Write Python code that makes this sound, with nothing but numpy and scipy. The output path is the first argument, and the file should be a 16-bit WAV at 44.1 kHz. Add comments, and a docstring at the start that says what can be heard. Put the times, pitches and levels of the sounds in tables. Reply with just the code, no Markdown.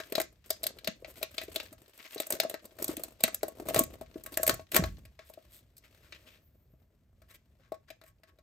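"""A small quiet room, close to a phone: thin plastic film is peeled off a moulded candy tray.
The seal lets go in bursts of snaps: each cracks, rings the taut film and knocks the tray, over a fine
crinkle of tiny slips. The last corner tears free with a thump. Then fingers rub the bare tray and turn
it, and it clicks a few times. A low handling rumble runs underneath."""
import sys
import numpy as np
from scipy import signal
from scipy.fft import rfft, irfft, next_fast_len
from scipy.io import wavfile
from scipy.ndimage import map_coordinates

SR = 44100
rng = np.random.default_rng(int(sys.argv[2]) if len(sys.argv) > 2 else 0)


def wav_record(signal):
    """Record a signal, one row per channel, as 16-bit PCM in the file named by sys.argv[1]."""
    frames = np.transpose(np.atleast_2d(signal))
    bounded = np.clip(frames, -1, 1)
    # unit amplitude maps onto the largest positive 16-bit level
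    quanta = np.round(bounded * 32767).astype(np.int16)
    wavfile.write(sys.argv[1], SR, quanta)


N = 371322

# Cues and level rides; each layer adds its own trim.
# effort of the peel: t/s, pull on the film/dB, bending of the tray/dB
PEEL_EFFORT = [(0, -49, -58), (.2, -63, -54.5), (.3, -76.5, -70.5), (.48, -64.5, -71), (.7, -68, -53.5),
               (1.02, -77.5, -72), (1.17, -58, -63), (1.6, -58.5, -63), (1.78, -67, -63),
               (2.08, -57, -74.5), (2.37, -56.5, -51), (2.62, -71.5, -66.5), (2.88, -58, -54),
               (3.15, -63.5, -61), (3.7, -60.5, -49.5), (4.2, -65, -60), (4.52, -58.5, -64),
               (4.65, -73, -72.5), (4.88, -59, -60.5), (5.2, -91, -79)]
# the seal tears in a run of slips: middle t/s, length/s, level/dB
SEAL_RIPS = [(0.169, 0.024, -51.5), (2.344, 0.021, -53), (2.904, 0.051, -47.5), (3.696, 0.025, -42.5),
             (3.784, 0.068, -37.5), (4.497, 0.038, -37.5), (4.764, 0.04, -30.5)]
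# handling rumble: t/s, level/dB
GRIP_LEVEL = [(0, -65.5), (1.75, -61), (2.03, -87), (2.8, -62), (3.5, -64), (3.78, -49), (4, -55),
              (4.3, -63), (4.52, -45.5), (4.68, -66), (4.84, -36.5), (5.15, -64.5), (6.3, -65.5),
              (8.42, -68)]
# the seal snaps, later the bare tray clicks under the fingers:
# t/s, crack/dB, ring/dB, ring f/Hz, tray knock/dB
PLASTIC_SNAPS = [(0.001, -50, -40.5, 1540, -40), (0.1226, -38.5, -41.5, 2840, -39),
                 (0.153, -35.5, -29, 3930, -33.5), (0.1803, -45, -37.5, 990, -24.5),
                 (0.2006, -31, -34, 1670, -30.5), (0.2152, -35, -41, 5500, -48),
                 (0.5044, -26.5, -33, 4300, -32.5), (0.6323, -34.5, -47, 3900, -39),
                 (0.6385, -34, -37, 3870, -55), (0.667, -27.5, -35, 4000, -46.5),
                 (0.7863, -55, -50, 3180, -64), (0.8449, -47, -43, 4430, -50.5),
                 (0.8741, -35, -30, 2740, -31), (1.0458, -84, -45, 2250, -43.5),
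                 (1.229, -33, -34, 3020, -34.5), (1.381, -45, -31.5, 3040, -40.5),
                 (1.4148, -48.5, -42, 2440, -44.5), (1.5598, -34.5, -31.5, 3520, -35),
                 (1.6003, -50, -38, 2800, -43.5), (1.7271, -51, -60.5, 1310, -54),
                 (2.1457, -42, -55, 3500, -62), (2.179, -52.5, -43, 4300, -49),
                 (2.201, -31.5, -36.5, 3200, -31), (2.268, -40.5, -66, 1800, -49),
                 (2.3042, -28, -43.5, 1900, -34.5), (2.3235, -29.5, -39.5, 4280, -37),
                 (2.351, -44, -49.5, 1210, -40.5), (2.4, -27, -25.5, 4116, -28),
                 (2.4335, -43.5, -43, 1178, -36.5), (2.497, -36.5, -45.5, 3420, -41),
                 (2.5413, -46, -41.5, 1740, -34.5), (2.655, -49, -60, 4600, -57),
                 (2.7873, -50, -51, 1500, -47), (2.8248, -32.5, -48.5, 5220, -47),
                 (2.8431, -29.5, -45, 4300, -43), (2.88, -35, -45, 4300, -43.5),
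                 (2.968, -37.5, -46, 3055, -48.5), (3.0355, -34, -46, 4850, -48),
                 (3.2058, -44.5, -49.5, 2846, -44.5), (3.2371, -18, -24, 2993, -27),
                 (3.279, -41.5, -39.5, 1300, -37), (3.345, -29.5, -43.5, 6100, -47),
                 (3.4311, -34.5, -40, 1040, -26.5), (3.4817, -41.5, -55.5, 1000, -38),
                 (3.6862, -34.5, -44.5, 1100, -33), (3.7446, -28.5, -34.5, 1210, -31),
                 (3.761, -34, -32, 1000, -20.5), (3.7912, -18, -38.5, 3745, -23.5),
                 (3.8364, -35.5, -50, 2380, -49.5), (4.012, -53.5, -58.5, 1025, -37),
                 (4.2371, -46, -63.5, 5900, -69), (4.262, -41, -47, 1500, -50.5),
                 (4.3406, -47, -47.5, 4400, -59.5), (4.3728, -26, -34, 1490, -31),
                 (4.4315, -25.5, -39.5, 1100, -29), (4.4658, -29, -38, 2560, -42),
                 (4.4769, -20.5, -34, 2215, -28.5), (4.4946, -25.5, -25, 1256, -28.5),
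                 (4.541, -38, -50.5, 1170, -41), (4.5949, -68, -54.5, 1020, -42),
                 (4.718, -36.5, -41.5, 2600, -47), (4.745, -28, -30.5, 2170, -35),
                 (4.764, -19, -24.5, 1600, -27), (4.838, -45, -34.5, 1105, -32),
                 (5.0522, -58, -57, 2400, -61), (5.191, -67, -51, 2210, -48.5),
                 (5.2979, -55, -70, 1010, -48.5), (5.337, -55.5, -59.5, 3300, -63),
                 (5.7672, -57, -64, 5100, -88), (5.7797, -54, -64, 5500, -84),
                 (6.1233, -65, -45, 2670, -56), (7.218, -68, -65, 1600, -61),
                 (7.7201, -56.5, -56, 1000, -32), (7.743, -65, -61, 1230, -56),
                 (7.9027, -54.5, -48, 2400, -46), (8.014, -67, -58.5, 1410, -57),
                 (8.037, -64, -62.5, 1600, -58), (8.234, -67, -59, 1610, -61.5),
                 (8.387, -74, -67.5, 1210, -59)]
# the tray buckles under the fingers: t/s, level/dB, f/Hz
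TRAY_FLEXES = [(.1226, -32.5, 404), (.659, -42.5, 613), (.884, -37, 208), (1.024, -48.5, 497),
               (1.214, -45.5, 625), (1.4832, -42, 420), (1.565, -45, 327), (1.719, -52, 276),
               (2.161, -36.5, 424), (2.45, -32, 607), (2.892, -28.5, 326), (2.975, -40, 284),
               (3.239, -32.5, 237), (3.432, -30.5, 432), (3.62, -42, 358), (3.708, -35, 623),
               (3.767, -34, 133), (3.808, -27, 265), (4.158, -37, 339), (4.398, -36, 584),
               (4.498, -31, 333), (4.53, -37.5, 94), (4.793, -25, 176.4), (4.821, -25, 62.2),
               (5.376, -46.5, 603), (6.735, -56.5, 123.2)]
# skin and film slide over the tray: middle t/s, half length/s, body level/dB, body f/Hz, hiss/dB
SLIDES = [(2.004, 0.034, -52, 2190, -69), (2.057, 0.032, -50.5, 2240, -83),
          (2.136, 0.029, -51.5, 2800, -56), (2.223, 0.012, -49, 4330, -42), (5.223, 0.06, -64.5, 1480, -88),
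          (5.283, 0.075, -67, 3480, -64), (5.555, 0.1, -64, 4000, -58), (5.855, .039, -59.5, 2197, -69),
          (6.056, 0.072, -65.5, 1510, -75), (6.152, 0.047, -56.5, 2670, -85),
          (6.281, 0.033, -54, 2620, -64.5), (6.335, 0.1, -62.5, 2770, -72.5),
          (7.312, 0.045, -59, 1800, -61), (7.352, 0.03, -58.5, 2640, -57.5), (7.645, 0.1, -71, 1500, -90),
          (7.889, 0.021, -58.5, 1590, -74), (8.077, 0.057, -67, 1600, -65), (8.289, 0.036, -66, 1530, -78)]
# fingers pressing on the bare tray: t/s, level/dB
FINGER_PRESSURE = [(4.9, -84.5), (5.45, -69), (5.75, -81), (5.97, -67.5), (6.27, -66), (6.5, -83),
                   (7.1, -91.5), (7.25, -80), (8.42, -91)]
# freedom of the tray from film and fingers: t/s, share (0 held, 1 free)
TRAY_FREEDOM = [(0, 0.14), (3.1, 0.31), (3.8, 1), (4.8, 1), (5.5, 0), (8.4, 1)]

# modes of the tray: f/Hz, level/dB, t60/s before damping
TRAY_MODES = [(176, -7, .11), (307, -6, .08), (645, 1, .15), (1108, 2, .2), (1290, -7, .08),
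              (1620, -7, .08), (1983, -11, .05), (2293, -11, .05), (3536, -6, .06), (3910, -5, .04),
              (4996, -1, .05), (8124, -11, .04)]
# partials of the skin's whistle: f/Hz, level/dB
WHISTLE_PARTIALS = [(12800, -86), (14300, -79), (15100, -84)]
# Tone colours: f/Hz, relative level/dB
CRACK_EQ = [(3000, -34), (6000, -13), (8300, -1), (10000, -6), (11300, -1), (12200, -1.5), (13200, -1.5),
            (14300, -3.5), (15600, -3), (16200, -19)]  # bright cracking plastic
RING_EQ = [(400, -31.5), (900, -12.5), (1300, 1), (2400, 2), (3200, -2), (4200, 5), (5700, -4.5),
           (7000, -5), (10000, -23.5)]  # ringing thin plastic
RUB_EQ = [(400, -19), (1100, -3.5), (2200, 0), (4500, -3), (6500, -10), (10000, -21)]  # midrange friction
CREAK_EQ = [(120, -17), (300, 1), (500, -1.5), (640, 2), (820, -17), (1200, -15.5), (2500, -36)]  # dull creak of the tray
RUMBLE_EQ = [(20, -15), (40, -5), (60, 1.5), (100, -2.5), (180, -13), (300, -19.5), (700, -47.5)]  # the grip
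ROOM_TONE_EQ = [(30, 0), (100, -6.5), (250, -18), (700, -23.5), (2000, -29), (6000, -47.5), (10000, -49.5),
                (14000, -38), (16500, -52)]  # quiet background
WALL_EQ = [(100, -19.5), (600, -13.5), (1800, -8), (4000, -14.5), (6300, -9), (9000, -24.5), (14000, -23.5)]  # reverb return
# decay of the room: f/Hz, t60/s
ROOM_DECAY = [(150, 0.37), (700, 0.13), (3000, 0.21), (8000, 0.22), (15000, 0.059)]
# lead of the left microphone port over the right: f/Hz, phase/rad
PORT_LEAD = [(100, 0), (700, .6), (1100, .8), (1400, -.9), (2200, 0), (3200, 1.4), (5000, .8), (6500, 0),
             (8000, -.7), (10050, -3.14), (13000, -6.1), (15800, -8.9)]
# shading between the ports: f/Hz, left minus right level/dB
PORT_SHADING = [(100, 0), (380, 1.6), (700, 5), (1100, 9), (2400, 5.5), (4400, 7), (7000, 2.5), (9000, 0),
                (15000, 0)]

CRINKLE_DB, RUSTLE_DB, POP_DB, CREAK_DB = -0.5, -4, -6.5, 1.5  # against the pull; creak against bending
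CRACK_T60_S, HALVING_DB = 0.028, 48.5  # decay of a crack cued at -40 dB; each HALVING_DB up halves it
KNOCK_HZ, KNOCK_SCATTER_OCT, RATTLE_HZ = 619.3, 0.07, 496  # the tray's wall and the dull rattle around it
TIP_HZ, TIP_FREE_DB, TIP_HELD_DB = 1108, 8.5, -11  # the tray's far end sings out once the film is off
SKIN_HISS_DB, SKIN_RUB_DB, SKIN_CREAK_DB = -6.5, -2.5, -5  # against the finger pressure
WHISTLE_AT_S, WHISTLE_HALF_WIDTH_S = 6.45, 0.38
TOP_HZ = 16700


def amp(db):
    """Decibels to gain."""
    return 10 ** (np.asarray(db) / 20)


def unit(x):
    """Scaled to rms 1."""
    return x / np.sqrt(np.mean(x ** 2) + 1e-20)


def hit(x):
    """Scaled to the energy of a hundredth of a second at rms 1."""
    return x * np.sqrt(SR / 100 / (np.sum(x ** 2, axis=-1).mean() + 1e-20))


def along(points, hz):
    """Reads (f/Hz, value) points on a log axis."""
    freqs, values = np.transpose(points)
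    return np.interp(np.log(hz + 1), np.log(freqs), values)


def bell(hz, centre_hz, octaves, order=2):
    """An EQ bell of height 1, at half height `octaves` to either side."""
    return 1 / (1 + (np.log2((hz + 1) / centre_hz) / octaves) ** order)


def rides(rows):
    """One value per sample for each column after the time."""
    times, *columns = np.transpose(rows)
    return [np.interp(np.arange(N) / SR, times, column) for column in columns]


def wobble(rate):
    """A smooth random curve, rate knots a second."""
    return map_coordinates(rng.standard_normal(int(N * rate / SR) + 4), [np.arange(N) * rate / SR])


def swell(middle, half_width):
    """A bell-shaped rise and fall around a moment."""
    return np.exp(-((np.arange(N) / SR - middle) / half_width) ** 2)


def fade(t, attack, t60):
    """A quick rise and an exponential decay."""
    return (1 - np.exp(-t / attack)) * amp(-60 * t / t60)


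def filtered(x, response):
    """x through a frequency response."""
    size = x.shape[-1]
    padded = next_fast_len(size + 2048)
    return irfft(rfft(x, padded) * response(np.fft.rfftfreq(padded, 1 / SR)), padded)[..., :size]


def stereo_noise(size, width):
    """White noise with `width` as its side-to-mid ratio."""
    mid, side = rng.standard_normal((2, size))
    return np.array([mid + width * side, mid - width * side])


def eq_noise(size, eq, width):
    """Stereo noise in a tone colour, at rms 1."""
    return unit(filtered(stereo_noise(size, width), lambda hz: amp(along(eq, hz))))


def grains(rate, spread_db, t60):
    """The envelope of many tiny slips of very unequal size."""
    sizes = (rng.random(N) < rate / SR) * amp(spread_db * np.minimum(rng.standard_exponential(N), 3.5))
    grain = fade(np.arange(SR // 20) / SR, 0.000078, t60)
    return unit(np.sqrt(np.abs(signal.fftconvolve(sizes ** 2, grain ** 2)[:N])))


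def add(track, s, sound):
    """Mixes a sound into the track from second s on."""
    part = track[:, max(round(s * SR), 0):][:, :sound.shape[-1]]
    part += sound[..., :part.shape[1]]


def peel():
    """Pulled film crinkles and rustles in clusters of slips, louder in a rip; the bent tray creaks along."""
    pull_db, bend_db = rides(PEEL_EFFORT)
    rips = sum(amp(db) * swell(s, length / 2) for s, length, db in SEAL_RIPS)
    slips = unit(grains(rate=290, spread_db=5.5, t60=0.04) * amp(5.6 * wobble(30)))
    tear = rips * unit(grains(rate=820, spread_db=4, t60=.01) + 0.33)
    pops = amp(pull_db + POP_DB) * grains(rate=22, spread_db=3, t60=.025)  # small creases
    crinkle = eq_noise(N, CRACK_EQ, width=0.064) * (amp(pull_db + CRINKLE_DB) * slips + tear)
    rustle_gain = amp(pull_db + RUSTLE_DB) * unit(slips + .5) + pops + amp(-1.5) * tear
    rustle = eq_noise(N, RUB_EQ, width=0.65) * rustle_gain
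    creak = eq_noise(N, CREAK_EQ, width=0.15) * (amp(bend_db + CREAK_DB) * unit(slips + 0.065) + tear)
    return crinkle + rustle + creak


def grip_rumble():
    """Handling lays down an unsteady low bed that peaks as the last corner comes free."""
    return amp(rides(GRIP_LEVEL)[0] + 1.7 * wobble(9)) * eq_noise(N, RUMBLE_EQ, width=0.084)


def knock(t, hz, attack, t60, sag):
    """A wall of the tray swings in two modes; its pitch sags as the tension lets go."""
    pitch = hz * (1 + sag * (np.exp(-t * hz / 4) - .5))
    phase = 2 * np.pi * np.cumsum(pitch) / SR
    upper = amp(-17.0) * np.sin(1.4 * phase) * fade(t, attack, 0.37 * t60)
    return hit(np.sin(phase) * fade(t, attack, t60) + upper)


def snaps():
    """Seal snaps, then bare-tray clicks: each a bright crack, a short ring of crowded modes and a knock."""
    out, t = np.zeros((2, N)), np.arange(SR // 10) / SR
    for s, crack_db, ring_db, ring_hz, tray_db in PLASTIC_SNAPS:
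        tray_hz = KNOCK_HZ * 2 ** (KNOCK_SCATTER_OCT * rng.uniform(-1, 1))
        t60 = CRACK_T60_S * 2 ** (-(crack_db + 40) / HALVING_DB)
        # the plastic gives way in several tiny steps within a few milliseconds
        steps = amp(3 * map_coordinates(rng.uniform(-1, 1, len(t)), [t * 2200], order=1))
        crack = hit(eq_noise(len(t), CRACK_EQ, width=.13) * steps * fade(t, attack=.00045, t60=t60))
        resonance = lambda hz: amp(along(RING_EQ, hz) + 12 * bell(hz, ring_hz, octaves=0.54))
        # most of the ring dies with the crack, a little lingers
        swing = fade(t, attack=0.00017, t60=1.11 * t60) + 0.069 * fade(t, attack=.003, t60=0.13)
        ring = hit(filtered(stereo_noise(len(t), width=0.33), resonance) * steps * swing)
        wall = knock(t, tray_hz, attack=.0025, t60=.032, sag=.12)
        dull = lambda hz: bell(hz, RATTLE_HZ, octaves=.75, order=4)
        rattle = hit(filtered(stereo_noise(len(t), width=0.42), dull) * fade(t, attack=0.00024, t60=.04))
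        bright = amp(crack_db - 0.63) * crack + amp(ring_db + 0.1) * ring
        add(out, s, bright + amp(tray_db - 2.5) * hit(wall + 0.85 * rattle))
        # a faint tick leads the snap, and three more follow as the plastic settles
        add(out, s - rng.uniform(.001, .004), amp(-24) * bright)
        tick = amp(ring_db) * ring + amp(crack_db - 6) * crack
        for delay, size_db in rng.uniform([.006, -24], [.05, -12], size=(3, 2)):
            add(out, s + delay, amp(size_db - 320 * delay) * tick)
    return out


def tray_ring(contacts):
    """Every contact rings the whole tray; film and fingers choke the ring until it swings free."""
    t = np.arange(SR // 4) / SR

    def ring(share, decay_scale, tip_db):
        impulse = np.zeros(len(t))
        for hz, db, t60 in TRAY_MODES:
            gain = amp(db + tip_db * (hz == TIP_HZ)) / (t60 * SR)
            impulse += gain * np.cos(2 * np.pi * hz * t) * fade(t, 0.00044, decay_scale * t60)
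        return signal.fftconvolve(contacts * share, impulse[None], axes=1)[:, :N]

    free = rides(TRAY_FREEDOM)[0]
    return amp(28.5) * ring(free, 0.72, TIP_FREE_DB) + amp(27.0) * ring(1 - free, .55, TIP_HELD_DB)


def flexes():
    """Soft buckling of the tray with a dull creak: larger, lower panels swing for longer."""
    out, t = np.zeros((2, N)), np.arange(SR // 5) / SR
    give = np.sin(np.pi / 2 * np.minimum(t / .005, 1)) ** 2  # the panel gives way over 5 ms
    for s, db, hz in TRAY_FLEXES:
        panel = hit(give * knock(t, hz, attack=0.002, t60=0.0052 + 7 / hz, sag=0.077))
        creak = hit(eq_noise(len(t), CREAK_EQ, width=0.13) * give * fade(t, attack=0.0023, t60=.05))
        add(out, s - .002, amp(db - 1.0) * (panel + amp(-8) * creak))
    return out


def slides():
    """A slide swells and fades: skin catches in tiny slips on the tray, and the plastic hisses."""
    out = np.zeros((2, N))
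    catches = unit(grains(rate=500, spread_db=3, t60=.014) + .8)
    for middle, half_length, body_db, body_hz, hiss_db in SLIDES:
        start, size = middle - half_length, int(2 * half_length * SR)
        stroke = np.hanning(size) ** 2 * unit(catches[int(start * SR):][:size])
        panel = lambda hz: amp(along(RUB_EQ, hz) + 8 * bell(hz, body_hz, octaves=.5))
        body = unit(filtered(stereo_noise(size, width=0.43), panel))
        hiss = eq_noise(size, CRACK_EQ, width=0.063)
        creak = amp(-11.5) * eq_noise(size, CREAK_EQ, width=.15)
        add(out, start, stroke * (amp(body_db) * (body + creak) + amp(hiss_db) * hiss))
    return out


def finger_rub():
    """Skin slides almost smoothly on the bare tray: airy hiss, midrange rub and low creak."""
    friction = amp(rides(FINGER_PRESSURE)[0]) * unit(grains(rate=230, spread_db=6, t60=.03) + 1.25)
    hiss = amp(SKIN_HISS_DB) * eq_noise(N, CRACK_EQ, width=0.092)
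    rub = amp(SKIN_RUB_DB) * eq_noise(N, RUB_EQ, width=.43)
    creak = amp(SKIN_CREAK_DB) * eq_noise(N, CREAK_EQ, width=.15)
    return friction * (hiss + rub + creak)


def skin_whistle():
    """Sliding skin gives one faint, very high whistle that wavers in level and pitch."""
    whistle = np.zeros(N)
    for hz, db in WHISTLE_PARTIALS:
        gain = amp(db + 5 * wobble(25))
        pitch = hz * (1 + 0.017 * (wobble(9) + .6 * wobble(900)))
        whistle += gain * np.sin(2 * np.pi * np.cumsum(pitch) / SR)
    return swell(WHISTLE_AT_S, WHISTLE_HALF_WIDTH_S) * whistle


def mic_ports(near):
    """Near sound reaches the phone's two ports with different delay and shading."""
    def response(hz):
        left = amp(along(PORT_SHADING, hz) / 2) * np.exp(.5j * along(PORT_LEAD, hz))
        rms = np.sqrt((abs(left) ** 2 + abs(left) ** -2) / 2)
        return np.array([left, 1 / left]) / rms

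    return filtered(near, response)


def room_reverb(near):
    """A short diffuse tail, different at each port, longest in the bass and shortest at the very top."""
    hz, t, spectrum = signal.stft(stereo_noise(SR // 2, width=0.93), SR, nperseg=256)
    decay = amp(-60 * t / along(ROOM_DECAY, hz)[:, None])
    tail = signal.istft(spectrum * decay, SR, nperseg=256)[1]
    tail = np.pad(tail / np.linalg.norm(tail[0]), ((0, 0), (SR // 150, 0)))  # pre-delay
    wet = signal.fftconvolve(near.mean(0)[None], tail, axes=1)[:, :N]
    return filtered(wet, lambda hz: amp(along(WALL_EQ, hz)))


def scene():
    """Film, tray and fingers up close, with the room's reverb and a quiet room tone."""
    contacts = snaps() + slides() + flexes()
    near = contacts + tray_ring(contacts) + peel() + finger_rub() + skin_whistle() + grip_rumble()
    return mic_ports(near) + room_reverb(near) + amp(-76.0) * eq_noise(N, ROOM_TONE_EQ, width=0.18)


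def record(dry):
    """The phone drops the deepest bass and keeps nothing above its band limit."""
    low_cut = signal.butter(3, 40, "highpass", fs=SR, output="sos")
    return filtered(signal.sosfilt(low_cut, dry), lambda hz: 1 / (1 + (hz / TOP_HZ) ** 160))


dry = scene()
out = record(dry)
wav_record(out)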